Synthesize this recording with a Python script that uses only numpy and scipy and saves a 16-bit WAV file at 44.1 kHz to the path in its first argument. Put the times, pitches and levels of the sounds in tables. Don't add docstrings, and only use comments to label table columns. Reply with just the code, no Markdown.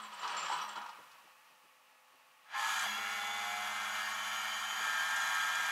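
import sys
import numpy as np
from scipy import signal
from scipy.fft import rfft, irfft, next_fast_len
from scipy.io import wavfile
from scipy.ndimage import uniform_filter1d, map_coordinates

SR = 44100
rng = np.random.default_rng(int(sys.argv[2]) if len(sys.argv) > 2 else 0)


def undo_db(level):
    steps = np.asarray(level, float) / 20
    return 10 ** steps


def log_audio(samples):
    frames = np.atleast_2d(samples).T
    limited = np.clip(frames, -1, 1)
    pcm = np.round(limited * 32767).astype(np.int16)
    wavfile.write(sys.argv[1], SR, pcm)


N = 251811
TIME = np.arange(N) / SR


def unit(x):
    return x / np.sqrt(np.mean(x ** 2) + 1e-20)


def along(points, hz):
    f, db = np.transpose(points)
    return undo_db(np.interp(np.log(hz + 1), np.log(f + 1), db, left=-120, right=-120))


def curves(rows):
    s, *columns = np.transpose(rows)
    return [np.interp(TIME, s, column) for column in columns]


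def wobble(rate):
    knots = rng.standard_normal(int(N * rate / SR) + 4)
    return map_coordinates(knots, [np.arange(N) * rate / SR])


def filtered(x, response):
    m = next_fast_len(N + SR // 2)
    return irfft(rfft(x, m) * response(np.fft.rfftfreq(m, 1 / SR)), m)[:N]


def noise_through(response):
    return filtered(rng.standard_normal(N), response)


def hump(hz, spread):
    return lambda f: np.exp(-np.log((f + 1) / hz) ** 2 / spread)


def resonant(modes, f):
    total = 0
    for k, (centre, width, db) in enumerate(modes):
        damping = 1j * f * width
        total = total + (-1) ** k * undo_db(db) * damping / (centre * centre - f * f + damping)
    return total


def fine_modes(f, spacing_hz, depth_db):
    ripple = rng.standard_normal(int(SR / 2 / spacing_hz) + 4)
    return undo_db(depth_db * map_coordinates(ripple, [f / spacing_hz]))


def grit(per_s, spread_db, smooth):
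    sizes = undo_db(spread_db * rng.uniform(-1.2, 1, N)) * np.sign(rng.standard_normal(N))
    contacts = (rng.random(N) < per_s / SR) * sizes
    return unit(unit(contacts) + smooth * rng.standard_normal(N))


def add(track, s, sound):
    part = track[round(s * SR):][:len(sound)]
    part += sound[:len(part)]


# time in seconds, gear noise level in dB.
EFFORT_CURVE = [
    (2.46, -66),
    (2.5, -53.5),
    (2.55, -40.5),
    (2.75, -39),
    (3.1, -42.5),
    (3.5, -42.5),
    (4.75, -42),
    (5.2, -39.5),
    (5.71, -39.5),
]


def winch():
    lines, turns = whine()
    gears_db, = curves(EFFORT_CURVE)
    grinding = undo_db(gears_db + 0.21 * wobble(9.5)) * gears(turns)
    running = np.arange(N) > EFFORT_CURVE[0][0] * SR
    return running * (lines + grinding + cable()) + snags()


# time in seconds, pump pulses per second.
PUMP_SPEED = [(2.5, 85), (2.53, 108), (2.555, 117.5), (2.6, 117.8), (2.625, 112.8), (2.71, 112.3),
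              (2.77, 108.3), (2.85, 107.5), (2.88, 99), (2.91, 95.8), (2.95, 97.6), (3, 100.65),
              (3.2, 101.45), (3.8, 104.5), (4.2, 105.65), (4.4, 106.1), (5, 107.15), (5.7, 107.45)]
# time in seconds, share from 0 to 1.
CABLE_TENSION = [
    (4.74, 0.07),
    (4.88, 1),
]
START_ORDERS = [13 / 6, 7, 9, 31 / 3, 15, 15, 15, 8, 28, 34, 35]
# speed in pulses/s, width in pulses/s, level in dB.
START_CROSSINGS = [(93.6, 3, -58), (117.1, 2.6, -50.5), (117.5, 1.5, -49.5), (95.5, 3, -53),
                   (119, 0.91, -43.5), (112.5, 0.95, -45), (107.6, 0.21, -51), (113, 1.2, -50.5),
                   (97.5, 0.82, -54), (98.2, 0.77, -46), (93, 0.74, -60)]
RUN_ORDERS = [1, 2, 13 / 3, 6, 7, 7, 8, 10.5, 14, 46 / 3, 19, 20, 32, 34, 57, 14, 16, 17, 18, 22, 23, 28,
              33, 34, 37, 27, 28]
# speed in pulses/s, width in pulses/s, level in dB.
RUN_CROSSINGS = [(104.4, 3.7, -74), (104.54, 2.2, -66), (101.9, 2.4, -68.5), (104.4, 2.2, -62.5),
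                 (103.3, 0.41, -49), (106.8, 1.4, -59.5), (102.6, 1.17, -48), (105.7, 0.4, -50),
                 (99.2, 2.9, -49), (104.6, 0.36, -49), (107, .8, -66), (103.16, 1.8, -49),
                 (104.7, 0.35, -57), (102.3, 0.58, -53.5), (107, 1.7, -62), (104.95, 0.24, -50.5),
                 (105.8, 1.1, -55), (100.5, 0.82, -74), (102, .5, -64), (108.5, 0.12, -63.5),
                 (100, .4, -57), (112, .6, -68), (103, 0.44, -58), (102, 0.53, -67), (108.5, 0.65, -57),
                 (100.6, 1.2, -60), (101.2, 1.9, -58)]
TAUT_ORDERS = [8, 9, 12, 13, 15, 16.5, 52 / 3, 22, 67 / 3, 27, 29, 50, 56, 63]
# speed in pulses/s, width in pulses/s, level in dB, gain in dB once taut.
TAUT_CROSSINGS = [(107.3, 0.26, -67, 10), (113, 5, -61.5, 10.5), (107.3, 2.4, -55.5, 10),
                  (106.3, 3.3, -49, 4), (106, 2.5, -56, 16), (107, 0.58, -55.5, 13),
                  (105.5, 1.7, -51.5, 4.5), (103, 4.6, -50, -25), (105.8, 2.6, -62, 11.5),
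                  (106.1, 1.7, -54.5, -18), (106.6, 0.85, -48, -0.5), (109, 1.5, -71, 11.5),
                  (106, 2.5, -68, 4), (106.3, 0.39, -56, 10.5)]


def whine():
    (speed,), (taut,) = curves(PUMP_SPEED), curves(CABLE_TENSION)
    turns = np.cumsum(speed + 0.0412 * wobble(24.91)) / SR
    lines = np.zeros(N)
    on = slice(int(PUMP_SPEED[0][0] * SR) - SR // 20, N)
    t = TIME[on]
    coarse_t, coarse_speed, coarse_taut = t[::64], speed[on][::64], taut[on][::64]
    flutter_s = np.arange(0, N / SR + 0.1, 1 / 28)
    orders = START_ORDERS + RUN_ORDERS + TAUT_ORDERS
    crossings = [(*row, 0) for row in START_CROSSINGS + RUN_CROSSINGS] + TAUT_CROSSINGS
    phase = {order: rng.random() for order in orders}
    for order, (best, width, db, taut_db) in zip(orders, crossings):
        off_peak = np.abs((coarse_speed - best) / max(width, 0.05))
        swell = 1 / np.sqrt(1 + off_peak ** 3)
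        flutter = np.interp(coarse_t, flutter_s, rng.standard_normal(len(flutter_s)))
        flutter_db = min(0.09 * order, 2.5) * flutter
        level = np.interp(t, coarse_t, undo_db(db + taut_db * coarse_taut + flutter_db) * swell)
        lines[on] += np.sqrt(2) * level * np.sin(2 * np.pi * (order * turns[on] + phase[order]))
    since = TIME - 2.56
    surge_db, surge_s, rise_db_per_s = 6.5, 0.7, 563.5
    load_db = -1.4 + surge_db * np.exp(-np.abs(since) / surge_s) + rise_db_per_s * np.minimum(since, 0)
    return undo_db(load_db) * lines, turns


# resonance in Hz, width in Hz, level in dB.
HOUSING_MODES = [(808, 25.6, -10), (890, 7.6, -19), (1100, 25, 0.5), (1284, 15, 6.5), (1446, 16, -9),
                 (1690, 16, -3), (1782, 31, 3), (2055, 41, -1), (2380, 330, -15), (2850, 37, -15),
                 (3101, 27, -3.5), (3348, 83, -2.5), (3540, 30, -18), (4080, 124, -16.5),
                 (4670, 136, -11.5), (6170, 29, -13.5), (6370, 69, -24.5), (6725, 28, -8.5),
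                 (7080, 40, -29), (7620, 150, -15.5), (8520, 30, -22), (9920, 70, -32), (12300, 170, -20)]
COVER_HZ = [5560, 8280, 11010, 11390]
# width in Hz, level in dB.
COVER_WIDTHS = [(89.5, -16.5), (50, -25), (69, -18), (80, -13.5)]
# frequency in Hz, level in dB per Hz.
GEAR_COLOUR = [(35, -47), (60, -47), (216, -19), (272, -25), (548, -16), (814, 1.5), (1800, 3), (2860, -11),
               (3370, -11), (5240, -12.5), (6610, -7), (8950, -25.5), (11000, -15), (15600, -53)]


def gears(turns):
    beat = 1 + 0.14 * np.cos(2 * np.pi * turns) + 0.038 * np.cos(2 * np.pi * turns / 3)
    drive = beat * grit(6000, spread_db=7, smooth=1.45) + 0.24 * strokes(turns, count=24)
    drive = filtered(drive, lambda f: fine_modes(f, spacing_hz=21.73, depth_db=3.5))
    panels = HOUSING_MODES + [(hz, *row) for hz, row in zip(COVER_HZ, COVER_WIDTHS)]
    ringing = np.zeros(N)
    for k in range(2):
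        half = unit(filtered(drive, lambda f: resonant(panels[k::2], f)))
        ringing += half * undo_db(0.9 * wobble(9))
    noise = unit(ringing) + 0.84 * unit(filtered(drive, lambda f: along(GEAR_COLOUR, f)))
    spin = np.clip((TIME - 2.5) / 0.21, 0, 1)
    treble = filtered(noise, lambda f: f ** 4 / (f ** 4 + 4900.0 ** 4))
    return unit(noise - (1 - spin) * treble)


def strokes(turns, count):
    phase = np.linspace(0, 1, 4097)
    shape = np.zeros(len(phase))
    for k in range(count, 3 * count):
        shape += undo_db(4.1 * rng.standard_normal()) * np.sin(2 * np.pi * (k * phase + rng.random()))
    return unit(np.interp(turns % 1, phase, shape))


# frequency in Hz, level in dB per Hz.
CABLE_COLOUR = [(1470, -38), (2500, -13), (2700, -0.5), (3400, 1), (5030, -8.5), (6880, -4), (8730, -11),
                (12900, -13.5), (15600, -54)]
# resonance in Hz, width in Hz, level in dB.
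DECK_MODES = [(844, 34, -7.5), (877, 29, -3.5), (959, 30, -1.5), (1090, 54, 3.5), (1306, 100, 1),
              (2445, 150, -6.5), (3096, 170, -10)]


def cable():
    slide = grit(2000, spread_db=7.5, smooth=0.71) * undo_db(0.86 * wobble(30))
    strands = unit(filtered(slide, lambda f: along(CABLE_COLOUR, f)))
    deck = unit(filtered(slide, lambda f: resonant(DECK_MODES, f)))
    return undo_db(cable_level()) * (strands + undo_db(4) * deck)


def cable_level():
    taut, = curves(CABLE_TENSION)
    slack_end_s = 2.875
    slack_db = -47 + 300 * np.minimum(TIME - 2.59, 0)
    lull_db = 17 * np.exp(-np.abs(TIME - slack_end_s) / 0.12)
    creep_db = -53 - lull_db + 2.5 * taut
    return uniform_filter1d(np.where(TIME < slack_end_s, slack_db, creep_db), int(0.062 * SR) + 1)


# time in seconds, level in dB.
CABLE_SNAGS = [(2.6506, -33), (2.6691, -30), (2.689, -30), (2.703, -34), (2.7599, -27), (2.777, -26),
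               (2.7933, -21.5), (2.81, -26), (2.822, -24), (2.841, -35), (4.9593, -39), (5.0475, -37),
               (5.067, -37), (5.0855, -28), (5.106, -25), (5.1602, -25), (5.1992, -28), (5.217, -29),
               (5.2371, -32), (5.2721, -28), (5.3464, -26), (5.4028, -30), (5.4322, -30), (5.4411, -27),
               (5.4871, -34), (5.5528, -24), (5.6077, -27), (5.66, -29)]


def snags():
    out, t = np.zeros(N), np.arange(SR // 12) / SR
    for s, db in CABLE_SNAGS:
        envelope = undo_db(db - 5 - 60 * t / 0.038) * (1 - np.exp(-t / 0.0014))
        add(out, s, envelope * rng.standard_normal(len(t)))
    return filtered(out, hump(6900, 0.08))


def chain():
    return scrape() + knocks() + boom() + clinks()


# frequency in Hz, level in dB per Hz.
SLIDE_COLOUR = [(150, -51), (260, -23.5), (688, -12.5), (964, 0), (1040, -1.5), (1210, -3), (1590, -6),
                (2600, -18.5), (3380, -46), (5720, -120)]
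# frequency in Hz, level in dB per Hz.
RATTLE_COLOUR = [(1180, -23), (2000, -24), (2920, -3), (3780, -9.5), (4610, -8), (6730, -12.5),
                 (7590, -10.5), (9340, -21.5), (15600, -30)]
# resonance in Hz, width in Hz, level in dB.
BED_MODES = [(964, 54, -5), (1180, 60, -2), (1250, 50, -2.5), (1420, 54, -8), (2970, 100, -10.5),
             (3340, 44, -2), (3970, 89, -7.5), (4550, 50, -10.5), (5550, 150, -30), (5780, 36, -16)]
# time in seconds, bed rumble in dB, fade
# in dB per second (negative swells), rattle over the rumble in dB.
CHAIN_TUGS = [(0, -43.5, 73, -6), (.12, -50.5, -17, -2), (.228, -35, 60, -7), (.27, -40, 9, -6.5),
              (.49, -36.5, 15, -5.5), (.612, -39.5, 170, -4.5), (.675, -46.5, -30, -5.5),
              (.74, -55, 5, -12), (.755, -41.5, 43, -4.5), (.79, -43, 65, -13), (.87, -47, 59, -11)]


def scrape():
    bed_db, rattle_db = tugs()
    drive = grit(2500, spread_db=8.5, smooth=0.84) * undo_db(1.5 * wobble(39.82))

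    def rumble_response(f):
        return along(SLIDE_COLOUR, f) * (1.1 + 0.59 * np.abs(resonant(BED_MODES, f)))

    def rattle_response(f):
        return along(RATTLE_COLOUR, f) * (0.14 + 1.5 * np.abs(resonant(BED_MODES, f)))

    bed = unit(filtered(drive, rumble_response))
    rattle = unit(filtered(drive, rattle_response))
    moving = np.arange(N) < 1.6 * SR
    return moving * undo_db(bed_db - 5) * (bed + undo_db(rattle_db) * rattle)


def tugs():
    s, db, fade, rattle_db = np.transpose(CHAIN_TUGS)
    now = np.maximum(np.searchsorted(s, TIME) - 1, 0)
    levels = np.array([db[now] - fade[now] * (TIME - s[now]), rattle_db[now]])
    return uniform_filter1d(levels, int(0.01 * SR) + 1, axis=1)


# time in seconds, level in dB, pitch in Hz, crack over it in dB.
LINK_KNOCKS = [(0.049, -42, 1100, -14), (0.124, -31.5, 1240, -16), (0.165, -41, 1280, -14),
               (0.19, -37, 1200, -8), (0.206, -35, 990, -14), (0.217, -41, 1220, 2),
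               (0.226, -32, 1000, -12), (0.233, -28, 1230, -9), (0.249, -21, 1186, -20),
               (0.275, -30, 1230, -1), (0.296, -34, 1030, -7), (0.319, -47, 1230, -20),
               (0.342, -42, 1090, -19), (0.365, -25, 1236, -8), (0.39, -33, 1100, -2),
               (0.41, -34, 825, -14), (0.427, -27, 1230, -7), (0.456, -28, 1250, -8),
               (0.48, -25, 1190, -10), (0.5, -18.5, 893, -20), (0.52, -19.5, 1000, -15),
               (0.535, -31, 940, -19), (0.584, -27, 1230, -10), (0.615, -21, 1230, -19),
               (0.641, -25, 859, -23), (0.688, -38, 1230, -3), (0.711, -36, 1230, -20),
               (0.757, -29, 936, -13), (0.765, -28, 1390, -24), (0.777, -21, 958, -31),
               (0.814, -30.5, 965, -12), (0.838, -36, 1220, -30), (0.86, -27.5, 937, -16),
               (0.889, -31.5, 924, -12), (1.034, -52, 964, -2), (1.113, -48, 1090, 0),
               (1.183, -44, 1125, -13), (1.274, -45, 827, -20)]
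# frequency in Hz, level in dB, time to fall 60 dB in seconds.
PLATE_RING = [(826, -11.5, 0.29), (958, -5.5, 0.25), (1230, -13.5, 0.6), (1390, -16, 0.4)]


def knocks():
    out, cracks, t = np.zeros(N), np.zeros(N), np.arange(SR // 3) / SR
    for s, db, hz, crack_db in LINK_KNOCKS:
        tone = np.sin(2 * np.pi * hz * t) + 0.23 * np.sin(2 * np.pi * 1.29 * hz * t)
        decay = undo_db(db - 13.5 - 60 * t / 0.087) + undo_db(db - 8 - 60 * t / 0.017)
        add(out, s, decay * (1 - np.exp(-t / 0.0018)) * tone)
        plate = np.zeros(len(t))
        for f, level, t60 in PLATE_RING:
            fall = undo_db(db - 17.5 + level + rng.normal(0, 4.7) - 60 * t / t60)
            plate += fall * np.sin(2 * np.pi * (f * rng.normal(1, 0.0078) * t + rng.random()))
        add(out, s, (1 - np.exp(-t / 0.0099)) * plate)
        burst = undo_db(db + crack_db + 1 - 60 * t / 0.057) * (1 - np.exp(-t / 0.0029))
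        add(cracks, s, burst * rng.standard_normal(len(t)))
    return out + filtered(cracks, hump(4000, 0.32))


# time in seconds, level in dB, pitch in Hz.
BED_BOOM = [(0.0, -60, 215), (0.114, -75, 209.5), (0.242, -75, 181.4), (0.364, -72, 214.3),
            (0.49, -75, 158.5), (0.598, -63, 171), (0.634, -71, 211.5), (0.99, -74, 200),
            (1.05, -87, 212.5)]


def boom():
    boom_db, boom_hz = curves(BED_BOOM)
    tone = np.sin(2 * np.pi * np.cumsum(boom_hz) / SR)
    return undo_db(boom_db - 2 + 3 * wobble(28.8)) * tone * (np.arange(N) < BED_BOOM[-1][0] * SR)


# time in seconds, level in dB, pitch in Hz, seconds until damped.
LINK_CLINKS = [(.018, -58.5, 8060, 0.019), (.028, -63, 7360, 0.043), (.028, -65, 8300, 0.021),
               (0.136, -57.5, 8130, 0.011), (.137, -66, 7340, 0.014), (.165, -65, 4600, 0.026),
               (.194, -59, 7360, 0.022), (.298, -58, 8260, 0.023), (.31, -62, 7400, 0.027),
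               (0.311, -47.5, 4590, 0.012), (0.3684, -46, 7330, 0.107), (.3676, -59, 8000, 0.012),
               (.39, -60, 8100, .025), (.445, -62, 8000, .03), (0.235, -52, 4600, 0.013),
               (.272, -57, 5550, 0.011), (.286, -60, 6100, 0.016), (.311, -65, 8900, .015),
               (.3656, -57, 5550, .01), (.39, -57, 5550, 0.025), (.453, -51, 5550, .01),
               (.517, -56, 5550, 0.009), (0.611, -58, 5450, .018), (.615, -65, 8400, .04),
               (0.376, -51, 4400, .05), (.4923, -59, 7340, .06), (.4923, -58, 8040, .065),
               (.531, -49.5, 7900, 0.01), (.5676, -56, 8200, 0.01), (.5651, -69, 14800, .06),
               (.612, -51, 5780, 0.014), (.6205, -66, 11500, 0.032), (.6604, -67, 14800, .025),
               (.68, -57.5, 8100, 0.016), (0.691, -53, 7510, 0.0068)]


def clinks():
    out, t = np.zeros(N), np.arange(SR // 3) / SR
    for s, db, hz, lasts in LINK_CLINKS:
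        damped = np.clip((lasts - t) / 0.0031 + 1, 0, 1)
        add(out, s, undo_db(db - 60 * t / 1.1) * damped * (1 - np.exp(-t / 0.0014)) * chime(hz, t))
    return out


def chime(hz, t):
    near_hz = hz * (1 + 0.0227 * rng.standard_normal((3, 1)))
    neighbours = np.sin(2 * np.pi * near_hz * t).sum(axis=0) * undo_db(-60 * t / 0.11)
    return np.sin(2 * np.pi * hz * t) + 0.65 * neighbours


def echoes(x):
    t = np.arange(SR // 4) / SR
    tail = undo_db(-60 * t / 0.32) * rng.standard_normal(len(t))
    return signal.fftconvolve(x, tail / np.linalg.norm(tail))[:N]


# time in seconds, level in dB.
BOOT_THUDS = [(0.761, -51), (0.836, -63), (0.984, -49.5), (1.237, -61), (1.5, -65), (1.634, -63),
              (2.13, -61), (2.299, -81), (2.6, -61), (2.701, -54), (2.919, -54), (2.979, -49), (4.151, -62),
              (4.719, -53), (4.802, -50), (4.862, -49), (4.92, -54), (5.449, -58), (5.579, -49)]


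def thuds():
    out, t = np.zeros(N), np.arange(SR // 3) / SR
    for s, db in BOOT_THUDS:
        envelope = undo_db(db + 14 - 60 * t / 0.13) * (1 - np.exp(-t / 0.0096))
        add(out, s, envelope * rng.standard_normal(len(t)))
    return filtered(out, hump(350, 1.1))


# time in seconds, level in dB.
IDLE_HUM = [
    (0.0, -60),
    (0.27, -49.5),
    (0.42, -45),
    (0.75, -55.5),
    (0.99, -61.5),
    (1.26, -64),
    (1.78, -66.5),
]


def yard():
    idle_db, = curves(IDLE_HUM)
    return truck(idle_db) + drone() + hiss(idle_db)


# frequency in Hz, level in dB per Hz.
YARD_COLOUR = [(25, -48), (115, -29), (160, -21), (298, -23), (471, -19), (510, -13.5), (728, -10),
               (874, -4.5), (1000, -8), (1230, -2.5), (1500, -10.5), (2100, -10), (2700, -7), (3400, -14.5),
               (6000, -22), (8000, -50)]
# frequency in Hz, level in dB.
SHAKEN_PARTS = [(900, -92), (1039, -86), (1114, -74), (1265, -82), (1712, -79.5), (1814, -82), (1900, -78),
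                (2230, -86), (2530, -80.5), (2907, -83)]


def truck(idle_db):
    hum = unit(noise_through(lambda f: along(YARD_COLOUR, f))) * undo_db(0.55 * wobble(13))
    modes = [(hz, 12, db + 80) for hz, db in SHAKEN_PARTS]
    parts = unit(noise_through(lambda f: resonant(modes, f)))
    rumble = unit(noise_through(lambda f: resonant([(131, 150, 0)], f) ** 2))
    sway = undo_db(-88.5 - 19.5 * np.clip(TIME - 1.1, 0, 0.7))
    return undo_db(idle_db) * (hum + 0.52 * parts) + sway * rumble


# frequency in Hz, level in dB.
ENGINE_TONES = [(260, -91.5), (517, -82), (640, -89), (775, -91), (856, -77)]


def drone():
    out = np.zeros(N)
    for hz, db in ENGINE_TONES:
        out += undo_db(db + 2 + 0.87 * wobble(10)) * np.sin(2 * np.pi * hz * TIME + 0.25 * wobble(7.1))
    return out


# frequency in Hz, level in dB per Hz.
HISS_COLOUR = [(1500, -32), (3000, -13), (6000, -4), (15700, -7)]


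def hiss(idle_db):
    lift_db = np.minimum(1.2 * (idle_db - IDLE_HUM[-1][1]), 5.5)
    return undo_db(-74.5 + lift_db) * unit(noise_through(lambda f: along(HISS_COLOUR, f)))


def scene():
    links = chain()
    return (winch() + links + undo_db(-5.5) * echoes(links) + thuds() + yard())[None]


def band_limit(x):
    return signal.sosfilt(signal.butter(12, 15800, fs=SR, output="sos"), x)


def record(dry):
    fade = np.clip((N - np.arange(N)) / (0.0005 * SR), 0, 1)
    return band_limit(dry * fade)


dry = scene()
out = record(dry)
log_audio(out)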